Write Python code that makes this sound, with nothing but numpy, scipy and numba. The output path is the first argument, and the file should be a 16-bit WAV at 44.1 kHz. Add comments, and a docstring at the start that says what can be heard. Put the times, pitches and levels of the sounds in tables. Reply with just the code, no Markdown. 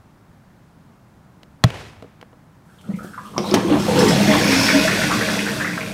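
"""A toilet flushes in a small room: air gulps through the bowl and the water swells into a gush of
bubbles, splashes and spray that slurps as it drains. The cistern lever starts it, squeaking round
until the valve clunks open. Before the flush, a baby topples onto a cot mattress: one thump,
a rustle of bedding, a few small knocks of the frame."""
import sys
import numpy as np
from scipy import signal
from scipy.fft import rfft, irfft, next_fast_len
from scipy.io import wavfile
from scipy.ndimage import uniform_filter1d
from numba import njit

SR = 44100
rng = np.random.default_rng(int(sys.argv[2]) if len(sys.argv) > 2 else 0)


def wav_out(sig):
    """Save sig, one row per channel (or a flat mono array), as 16-bit PCM at SR to the path in sys.argv[1]."""
    wavfile.write(sys.argv[1], SR, np.round(np.clip(np.atleast_2d(sig).T, -1, 1) * 32767).astype(np.int16))


N = 261762
TIME_S = np.arange(N) / SR

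# rim jet pressure, building later than the flow: (time [s], level [dB])
JET_PRESSURE = [(2.66, -51), (2.85, -40), (3.34, -32), (3.5, -16.5), (3.66, -20), (4.0, -4), (4.25, -3),
                (4.61, 0.5), (5.35, -6), (5.94, -18.5)]


def from_db(db):
    return 10 ** (np.asarray(db) / 20)


def rms_one(x):
    return x / np.sqrt(np.mean(x ** 2) + 1e-20)


def noise(length=N):
    return rng.standard_normal(length)


def add(out, start_s, sound):
    i = round(start_s * SR)
    out[i:i + len(sound)] += sound[:N - i]


def gain_curve(points):
    """Gain through (time [s], level [dB]) points, with a 30 ms fade-in."""
    times_s, db = np.transpose(points)
    return np.clip(1 + (TIME_S - times_s[0]) / .03, 0, 1) * from_db(np.interp(TIME_S, times_s, db))


def swell(peak_s, length_s):
    """Smooth hump of height 1; the rise takes 59 % of its length."""
    width_s = length_s * np.where(TIME_S < peak_s, 0.59, 0.41)
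    return np.exp(-((TIME_S - peak_s) / width_s) ** 2)


def bursts(onsets, attack_s, fade_db_per_s):
    """Gain that jumps up at each (time [s], level [dB]) and dies away."""
    gain = 0
    for start_s, db in onsets:
        age_s = TIME_S - start_s
        gain += np.clip(age_s / attack_s, 0, 1) * from_db(db - fade_db_per_s * np.abs(age_s))
    return gain


def drift(corner_hz):
    """Smooth random wander, rms 1."""
    step, run_in = 40, 2000
    pole = np.exp(-2 * np.pi * corner_hz * step / SR)
    slow = signal.lfilter([1], [1, -2 * pole, pole * pole], noise(N // step + run_in + 2))[run_in:]
    return np.interp(np.arange(N) / step, np.arange(len(slow)), rms_one(slow))


def band(x, low_hz, high_hz, order=3):
    sos = signal.butter(order, [low_hz, min(high_hz, SR * .45)], "band", fs=SR, output="sos")
    return signal.sosfilt(sos, x)


def coloured(x, spectrum):
    """Shape x by (frequency [Hz], level [dB]) points; rms 1."""
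    hz, db = np.transpose(spectrum)
    size = next_fast_len(N)
    bins_hz = np.maximum(np.fft.rfftfreq(size, 1 / SR), 1)
    gain = from_db(np.interp(np.log(bins_hz), np.log(hz), db))
    return rms_one(irfft(rfft(x, size) * gain, size)[:N])


def evened(x, span_s):
    """Hold the slow level at 1, keep the fast grain."""
    size = max(int(span_s * SR), 2)
    power = uniform_filter1d(uniform_filter1d(x * x, size), size)
    return x / np.sqrt(np.abs(power) + 1e-12)


def resonate(x, modes):
    """Parallel resonances of (frequency [Hz], width [Hz], level [dB]); rms 1."""
    out = 0
    for hz, width_hz, db in modes:
        radius = np.exp(-np.pi * width_hz / SR)
        gain = (1 - radius ** 2) / 2
        feedback = [1, -2 * radius * np.cos(2 * np.pi * hz / SR), radius ** 2]
        out += from_db(db) * signal.lfilter([gain, 0, -gain], feedback, x)
    return rms_one(out)


def ringing(modes, t, scatter_db):
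    """Struck modes decay, each at a level scattered at random by scatter_db."""
    return sum(from_db(db + scatter_db * rng.normal() - 60 * t / t60_s) * np.sin(2 * np.pi * hz * t)
               for hz, db, t60_s in modes)


def knock(modes, crack_db, crack_t60_s, bright_hz):
    """Contact crack over a ringing body; a soft blow loses its treble. Peak 1."""
    t = np.arange(SR // 3) / SR
    crack = noise(len(t)) * from_db(crack_db - 60 * t / crack_t60_s)
    ring = ringing(modes, t, scatter_db=1.5)
    snap = from_db(-8) * (bright_hz / 6000) ** 2 * band(crack, 110, 10000, order=1)
    blow = band(crack + ring, 110, bright_hz, order=2) + snap
    return blow / np.abs(blow).max()


@njit
def chirps(starts, hz, amplitudes, cycles, rise, length):
    """Each bubble is a dying sine whose pitch climbs as it nears the surface."""
    out = np.zeros(length)
    for k in range(len(starts)):
        life = int(cycles * SR / hz[k])
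        for i in range(min(life, length - starts[k])):
            age = i / life
            phase = 2 * np.pi * hz[k] / SR * i * (1 + rise * age / 2)
            out[starts[k] + i] += amplitudes[k] * np.exp(-6.9 * age) * np.sin(phase)
    return out


def bubbles(low_hz, high_hz, cycles, rise, spread_db, pockets, family):
    """Air pockets at random times, each breaking into a family of like-sized bubbles; rms 1."""
    when, pitch, strength = np.repeat(rng.random((pockets, 3)), family, axis=0).T
    lag, detune, share = rng.standard_normal((pockets * family, 3)).T
    starts = np.clip(when * N + .012 * SR * lag, 0, N - 1).astype(np.int64)
    hz = low_hz * (high_hz / low_hz) ** pitch * np.exp(0.034 * detune)
    amplitudes = share * from_db(spread_db * np.minimum(-np.log(1 - strength), 3)) * hz
    return rms_one(chirps(starts, hz, amplitudes, float(cycles), float(rise), N))


def room_tone():
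    """Quiet, steady, mostly low noise."""
    spectrum = [(15, -53), (25, -12), (44, -14), (104, -4), (169, -2.5), (445, -20), (666, -18.5),
                (1000, -19.5), (1570, -24.5), (2770, -35), (15500, -46.5)]  # background noise: (frequency [Hz], level [dB])
    return from_db(-49.5) * coloured(noise(), spectrum)


def room(x, wet_db, t60_s=0.51, wall_hz=7200):
    """Dense small-room reflections that lose their treble at the walls."""
    t = np.arange(SR // 2) / SR
    tail = band(noise(len(t)), 310, wall_hz, order=1) * from_db(-60 * t / t60_s) * (t > .004)
    return x + from_db(wet_db) * signal.fftconvolve(x, tail / np.linalg.norm(tail))[:N]


def settling(db, hold_s, fade_db_per_s, start_s=1.631, attack_s=0.025):
    """Gain of settling cloth: attack, hold, steady fade."""
    age_s = TIME_S - start_s
    return np.clip(age_s / attack_s, 0, 1) * from_db(db - fade_db_per_s * np.maximum(age_s - hold_s, 0))


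def bedding():
    """Cloth settles with a low rustle and a hiss."""
    spectrum = [(100,6.5),(200,-11),(600,-7.5),(1200,-15),(2500,-13.5),(5000,-19.5),(9500,-30.5),(15000,-42.5)]  # cloth: (frequency [Hz], level [dB])
    cloth = coloured(noise(), spectrum) * from_db(1.5 * drift(45))
    rustle = settling(db=-33, hold_s=0.11, fade_db_per_s=65) * rms_one(band(cloth, 91, 3000))
    hiss = settling(db=-45.5, hold_s=0.18, fade_db_per_s=87) * rms_one(band(cloth, 2780, 15000))
    return rustle + hiss


def cot(fall_s=1.6425, fall_db=7.3):
    """The fall bounces the mattress; the frame knocks before, with and after it."""
    mattress_modes = [(124, 0, .075), (162, -9, .09)]  # mattress and board: (frequency [Hz], level [dB], t60 [s])
    frame_modes = [(275, -8, .08), (480, -1, .05), (630, -4, .045), (1330, -1, .02), (2950, 8, .014),
                   (5400, -8, .01)]  # cot frame: (frequency [Hz], level [dB], t60 [s])
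    knocks = [(1.432, -32.5, 3530), (1.6391, 0.5, 4380), (1.642, -5.5, 1100), (1.650, -17.5, 1700),
              (1.703, -19.5, 3100), (2.024, -35.5, 4500), (2.025, -26.5, 636), (2.043, -33.5, 520),
              (2.213, -31, 3730), (2.227, -27, 1405), (2.33, -36.5, 810)]  # blows on the frame: (time [s], peak [dB], brightness [Hz])
    out, t = np.zeros(N), np.arange(SR // 2) / SR
    give = 1 - np.exp(-t / 0.0058)  # the padding takes the weight gradually
    bounce = band(give * ringing(mattress_modes, t, scatter_db=0), 62, 2000, order=1)
    add(out, fall_s, -from_db(fall_db) * bounce)
    for start_s, db, bright_hz in knocks:
        blow = knock(frame_modes, crack_db=18, crack_t60_s=0.019, bright_hz=bright_hz)
        add(out, start_s, from_db(db) * blow)
    return out


def fingers():
    """Fingers brush the lever in short, soft swishes."""
    brushes = [(2.955, -53), (3.028, -51), (3.245, -56)]  # touches: (time [s], level [dB])
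    skin = rms_one(band(noise(), 3000, 13000, order=1))
    return bursts(brushes, attack_s=0.0068, fade_db_per_s=130) * skin


def lever_squeak(half_width=0.084, attack_s=0.0021):
    """The turning lever sticks and slips; each slip is a rough squeak at its own pitch."""
    slips = [(2.689, -54.5, 1520, 124), (2.783, -54, 3270, 278), (2.839, -49.5, 1350, 158),
             (2.935, -46, 2210, 216), (2.987, -36, 1320, 180), (3.03, -44, 1590, 140),
             (3.134, -35, 1380, 260), (3.177, -26.5, 1136, 480), (3.18, -42, 1620, 220),
             (3.249, -36.5, 1150, 240), (3.255, -54, 3030, 132), (3.335, -40, 1130, 260),
             (3.362, -24.5, 1066, 330), (3.44, -25.5, 960, 382)]  # lever slips: (time [s], level [dB], pitch [Hz], fade [dB/s])
    out, t = np.zeros(N), np.arange(SR // 2) / SR
    for start_s, db, hz, fade_db_per_s in slips:
        rub = band(noise(len(t)), hz * (1 - half_width), hz * (1 + half_width), order=2)
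        envelope = np.minimum(t / attack_s, 1) * from_db(db - fade_db_per_s * t)
        add(out, start_s, envelope * evened(rub, span_s=.015))
    return out


def lever_and_valve():
    """Lever and valve clack on the cistern; the metal linkage scrapes and chinks as it lifts the valve."""
    scrape_modes = [(3940, 310, 15), (5180, 300, -9), (7800, 2500, -10)]  # linkage: (frequency [Hz], width [Hz], level [dB])
    cistern_modes = [(200, -17, 0.033), (363, 4.5, 0.034), (555, -3, 0.038), (695, 4, 0.01),
                     (1140, -4.5, 0.021), (1710, -23, 0.014), (3140, -5, 0.014)]  # lever and cistern: (frequency [Hz], level [dB], t60 [s])
    clacks = [(2.812, -38, 9000), (3.046, -24.5, 800), (3.38, -6.5, 3080), (3.5405, 0.5, 5940),
              (3.545, -2, 2200)]  # blows on the cistern: (time [s], peak [dB], brightness [Hz])
    chinks = [(3.3795, -15.5, 5330), (3.5115, -18, 5100), (3.542, -17, 5270)]  # linkage at the ends of its travel: (time [s], level [dB], pitch [Hz])
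    ping_t60_s, tail_db, tail_t60_s, half_width = 0.016, -20, .09, 0.062
    out = from_db(-35) * swell(peak_s=3.485, length_s=0.071) * resonate(noise(), scrape_modes)
    for start_s, db, bright_hz in clacks:
        blow = knock(cistern_modes, crack_db=1.5, crack_t60_s=0.053, bright_hz=bright_hz)
        add(out, start_s, from_db(db) * blow)
    t = np.arange(SR // 2) / SR
    fade = from_db(-60 * t / ping_t60_s) + from_db(tail_db - 60 * t / tail_t60_s)
    for start_s, db, hz in chinks:
        rattle = band(noise(len(t)), hz * (1 - half_width), hz * (1 + half_width), order=2)
        add(out, start_s, from_db(db) * fade * evened(rattle, span_s=.002))
    return out


def bowl_echo(x, gain=.16):
    """One close reflection off the porcelain; its comb peaks slide up as the bowl drains."""
    delays = [(4.1, .00093), (5.0, .000862)]  # reflection: (time [s], delay [s])
    delay_s = np.interp(TIME_S, *np.transpose(delays))
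    return x + gain * np.interp(TIME_S - delay_s, TIME_S, x)


def spray():
    """Droplets fizz over the hiss of the rim jets, which spit at first and sing at full pressure."""
    spectrum = [(1530, 6), (2600, 10), (3000, -3), (3820, -4), (5620, -6.5), (7150, -12.5), (14300, -22)]  # droplets and hiss: (frequency [Hz], level [dB])
    spits = [(3.797, -32), (3.99, -22), (4.082, -19.5)]  # trapped air leaving the jets: (time [s], level [dB])
    spit_modes = [(5290, 450, 7), (7500, 160, 2), (9500, 270, -10)]  # spitting jets: (frequency [Hz], width [Hz], level [dB])
    sing_modes = [(5220, 360, 0)]  # singing jets: (frequency [Hz], width [Hz], level [dB])
    pressure = gain_curve(JET_PRESSURE)
    fizz = bubbles(2600, 15500, cycles=95, rise=.04, spread_db=1.8, pockets=6000, family=3)
    drops = coloured(fizz + 2.2 * noise(), spectrum) * from_db(0.6 * drift(12))
    coarse = from_db(-24.5) * pressure * rms_one(band(drops, 2926, 7000, order=4))
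    mist = from_db(-34) * pressure ** 0.74 * rms_one(band(drops, 7640, 15000, order=4))
    sing = from_db(-27) * pressure ** 6 * resonate(noise(), sing_modes)
    spit = bursts(spits, attack_s=0.0013, fade_db_per_s=319) * resonate(noise(), spit_modes)
    return sing + spit + coarse + mist


def slurps(count=30, rise_octaves_per_s=1.86):
    """Air sucked into the water breaks into a cluster of bubbles, the later ones weaker and higher."""
    clusters = [(3.977, -16, 1570, 0.0093), (4.519, -12.5, 2080, .013), (4.683, -8, 2030, 0.014),
                (4.704, -14, 1585, 0.0065), (4.872, -7.5, 1645, 0.022), (4.91, -14.5, 2040, 0.019),
                (5.015, -13.5, 1930, 0.022), (5.105, -11, 1323, 0.014), (5.209, -12.5, 1600, 0.0055),
                (5.285, -14.5, 1500, 0.016), (5.391, -12.5, 2320, 0.012), (5.464, -16, 1735, .022),
                (5.6, -13.5, 1670, 0.031), (5.645, -15, 1710, 0.028), (5.712, -25, 1760, 0.016),
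                (5.777, -13.5, 1496, 0.0029), (5.805, -20, 2270, .018)]  # bubble clusters: (time [s], peak [dB], pitch [Hz], spread [s])
    out = np.zeros(N)
    for start_s, db, hz, spread_s in clusters:
        delays_s = rng.exponential(spread_s, count)
        amplitudes = rng.normal(0, 1, count) * from_db(-60 * delays_s)
        pitches_hz = hz * np.exp(rng.normal(0, 0.108, count)) * 2 ** (rise_octaves_per_s * delays_s)
        starts = (delays_s * SR).astype(np.int64)
        cluster = chirps(starts, pitches_hz, amplitudes, cycles=40.0, rise=0.14, length=SR // 4)
        add(out, start_s, from_db(db) * cluster / np.abs(cluster).max())
    return out


def gulps(waver_share=0.019):
    """Large air pockets swell and ring with a hollow, wavering note."""
    pockets = [(2.889, -17, 190, 0.0082), (2.937, -18, 192, 0.0071), (2.971, -26, 190, 0.0059),
               (3.389, -22, 362.7, 0.018), (3.515, -16, 353, 0.0081), (3.545, -18, 277, .014),
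               (3.645, -14.5, 331, 0.013), (3.707, -9, 292.4, 0.018), (3.734, -18.5, 205.2, 0.044),
               (3.88, -15.5, 512, 0.0083), (3.965, -17.5, 496, 0.017), (4.0, -13.5, 428, 0.031),
               (4.06, -14.5, 177, 0.044), (4.115, -18, 139.6, 0.028), (4.19, -18.5, 201.8, 0.028),
               (4.268, -16.5, 624, 0.031), (4.275, -9.5, 212, 0.012), (4.279, -13.5, 290, 0.025),
               (4.475, -16, 270.2, 0.062), (4.725, -18.5, 629, 0.03), (4.736, -10, 279, 0.02),
               (4.845, -13.5, 624, 0.013)]  # air pockets: (time [s], peak [dB], pitch [Hz], swell [s])
    out, t = np.zeros(N), np.arange(SR // 2) / SR
    for start_s, db, hz, swell_s in pockets:
        envelope = from_db(db) * t / swell_s * np.exp(1 - t / swell_s)
        pitch_hz = hz * (1 + waver_share * drift(30.4)[:len(t)])
        add(out, start_s, envelope * np.sin(2 * np.pi * np.cumsum(pitch_hz) / SR))
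    return out


def fill_to_drain(filling, draining, turn_s=(4.05, 4.55)):
    """Equal-power crossfade as the bowl turns from filling to draining."""
    angle = np.interp(TIME_S, turn_s, [0, np.pi / 2])
    return np.cos(angle) * filling + np.sin(angle) * draining


def churn():
    """Tumbling water and big bubbles drive the bowl's air; small ones burst. Returns (bowl, splashes)."""
    flow_points = [(2.85, -30.5), (3.29, -30), (3.39, -12), (3.85, -7), (4.1, 0), (4.5, 0), (4.65, -4.5),
                   (5.25, -4.5), (5.94, -14.5)]  # trickle, valve opens, cistern empties: (time [s], level [dB])
    surges = [(2.91, 0.054, 13, 12), (3.027, 0.16, 8.5, 2), (3.404, 0.019, 8, 14), (3.565, 0.1, 12, 15.5),
              (3.738, 0.15, 9.5, 13.5), (4.009, 0.22, 7.5, 5.5), (4.338, 0.086, 1, 7),
              (4.767, 0.11, 3.5, 0.5)]  # water surges: (time [s], length [s], heave [dB], slosh [dB])
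    # air resonances of bowl and room: (frequency [Hz], width [Hz], level [dB])
    rumble_modes = [(55.6, 15, -17), (114, 19, -9), (141.3, 6.7, -2), (178.9, 5.1, 4), (202.9, 6.2, 7.5)]
    filling_modes = [(273, 8.8, 8.5), (299, 33, 3), (361.7, 42, -1), (423.7, 4.1, 3), (478, 46, 0),
                     (601, 11, -4.5)]
    draining_modes = [(298.4, 19, 5.5), (362, 140, -7.5), (460, 13.4, -3.5), (519, 76, -6), (627, 11, 2.5)]
    # splash spectra: (frequency [Hz], level [dB])
    filling_spectrum = [(470, -84), (800, 2), (936, -3.5), (1780, -10), (2170, -10.5), (3010, -14),
                        (3400, -8.5), (4420, -11.5), (7480, -120)]
    draining_spectrum = [(470, -12), (1040, -2), (1280, -8.5), (1480, 1.5), (1630, 1), (2530, -4),
                         (3010, -32), (3400, -5), (4420, -66)]
    flow, pressure = gain_curve(flow_points), gain_curve(JET_PRESSURE)
    heave_db = sum(db * swell(peak_s, length_s) for peak_s, length_s, db, _ in surges)
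    slosh_db = sum(db * swell(peak_s, length_s) for peak_s, length_s, _, db in surges)

    air = resonate(noise(), rumble_modes)
    fullest_s = 4.27  # the deepest band peaks when the bowl is fullest
    depth = from_db(1 - 2 * np.abs(TIME_S - fullest_s))
    low = depth * band(air, 50, 154) + band(air, 165.3, 243)
    rumble = from_db(-21 + 0.69 * heave_db) * flow ** 0.76 * evened(low, span_s=0.1)

    big = bubbles(220, 1000, cycles=18, rise=.12, spread_db=2.5, pockets=1300, family=3)
    big += .2 * noise()
    middle = fill_to_drain(resonate(big, filling_modes), resonate(big, draining_modes))
    gurgle = from_db(-21 + heave_db) * flow * evened(band(middle, 288, 916), span_s=0.019)

    small = bubbles(750, 3600, cycles=36, rise=.06, spread_db=2.2, pockets=2400, family=4)
    small += .95 * noise()  # wash of falling water
    high = fill_to_drain(coloured(small, filling_spectrum), coloured(small, draining_spectrum))
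    splashes = from_db(-24 + slosh_db) * pressure ** 0.98 * evened(high, span_s=0.02)
    return rumble + gurgle, splashes


def scene():
    """The cot close by, then the flush in its small room, lever nearest; both channels alike."""
    bowl, splashes = churn()
    lever = room(fingers() + lever_and_valve() + lever_squeak(), wet_db=-11)
    water = bowl + gulps() + room(slurps() + bowl_echo(splashes + spray()), wet_db=-9)
    return np.tile(room_tone() + cot() + bedding() + lever + water, (2, 1))


def record(dry):
    """The loudest peaks clip and the top is cut."""
    cutoff_hz = 15700
    lowpass = signal.ellip(10, .1, 80, cutoff_hz, fs=SR, output="sos")
    return signal.sosfilt(lowpass, np.clip(dry, -.95, .95))


dry = scene()
out = record(dry)
wav_out(out)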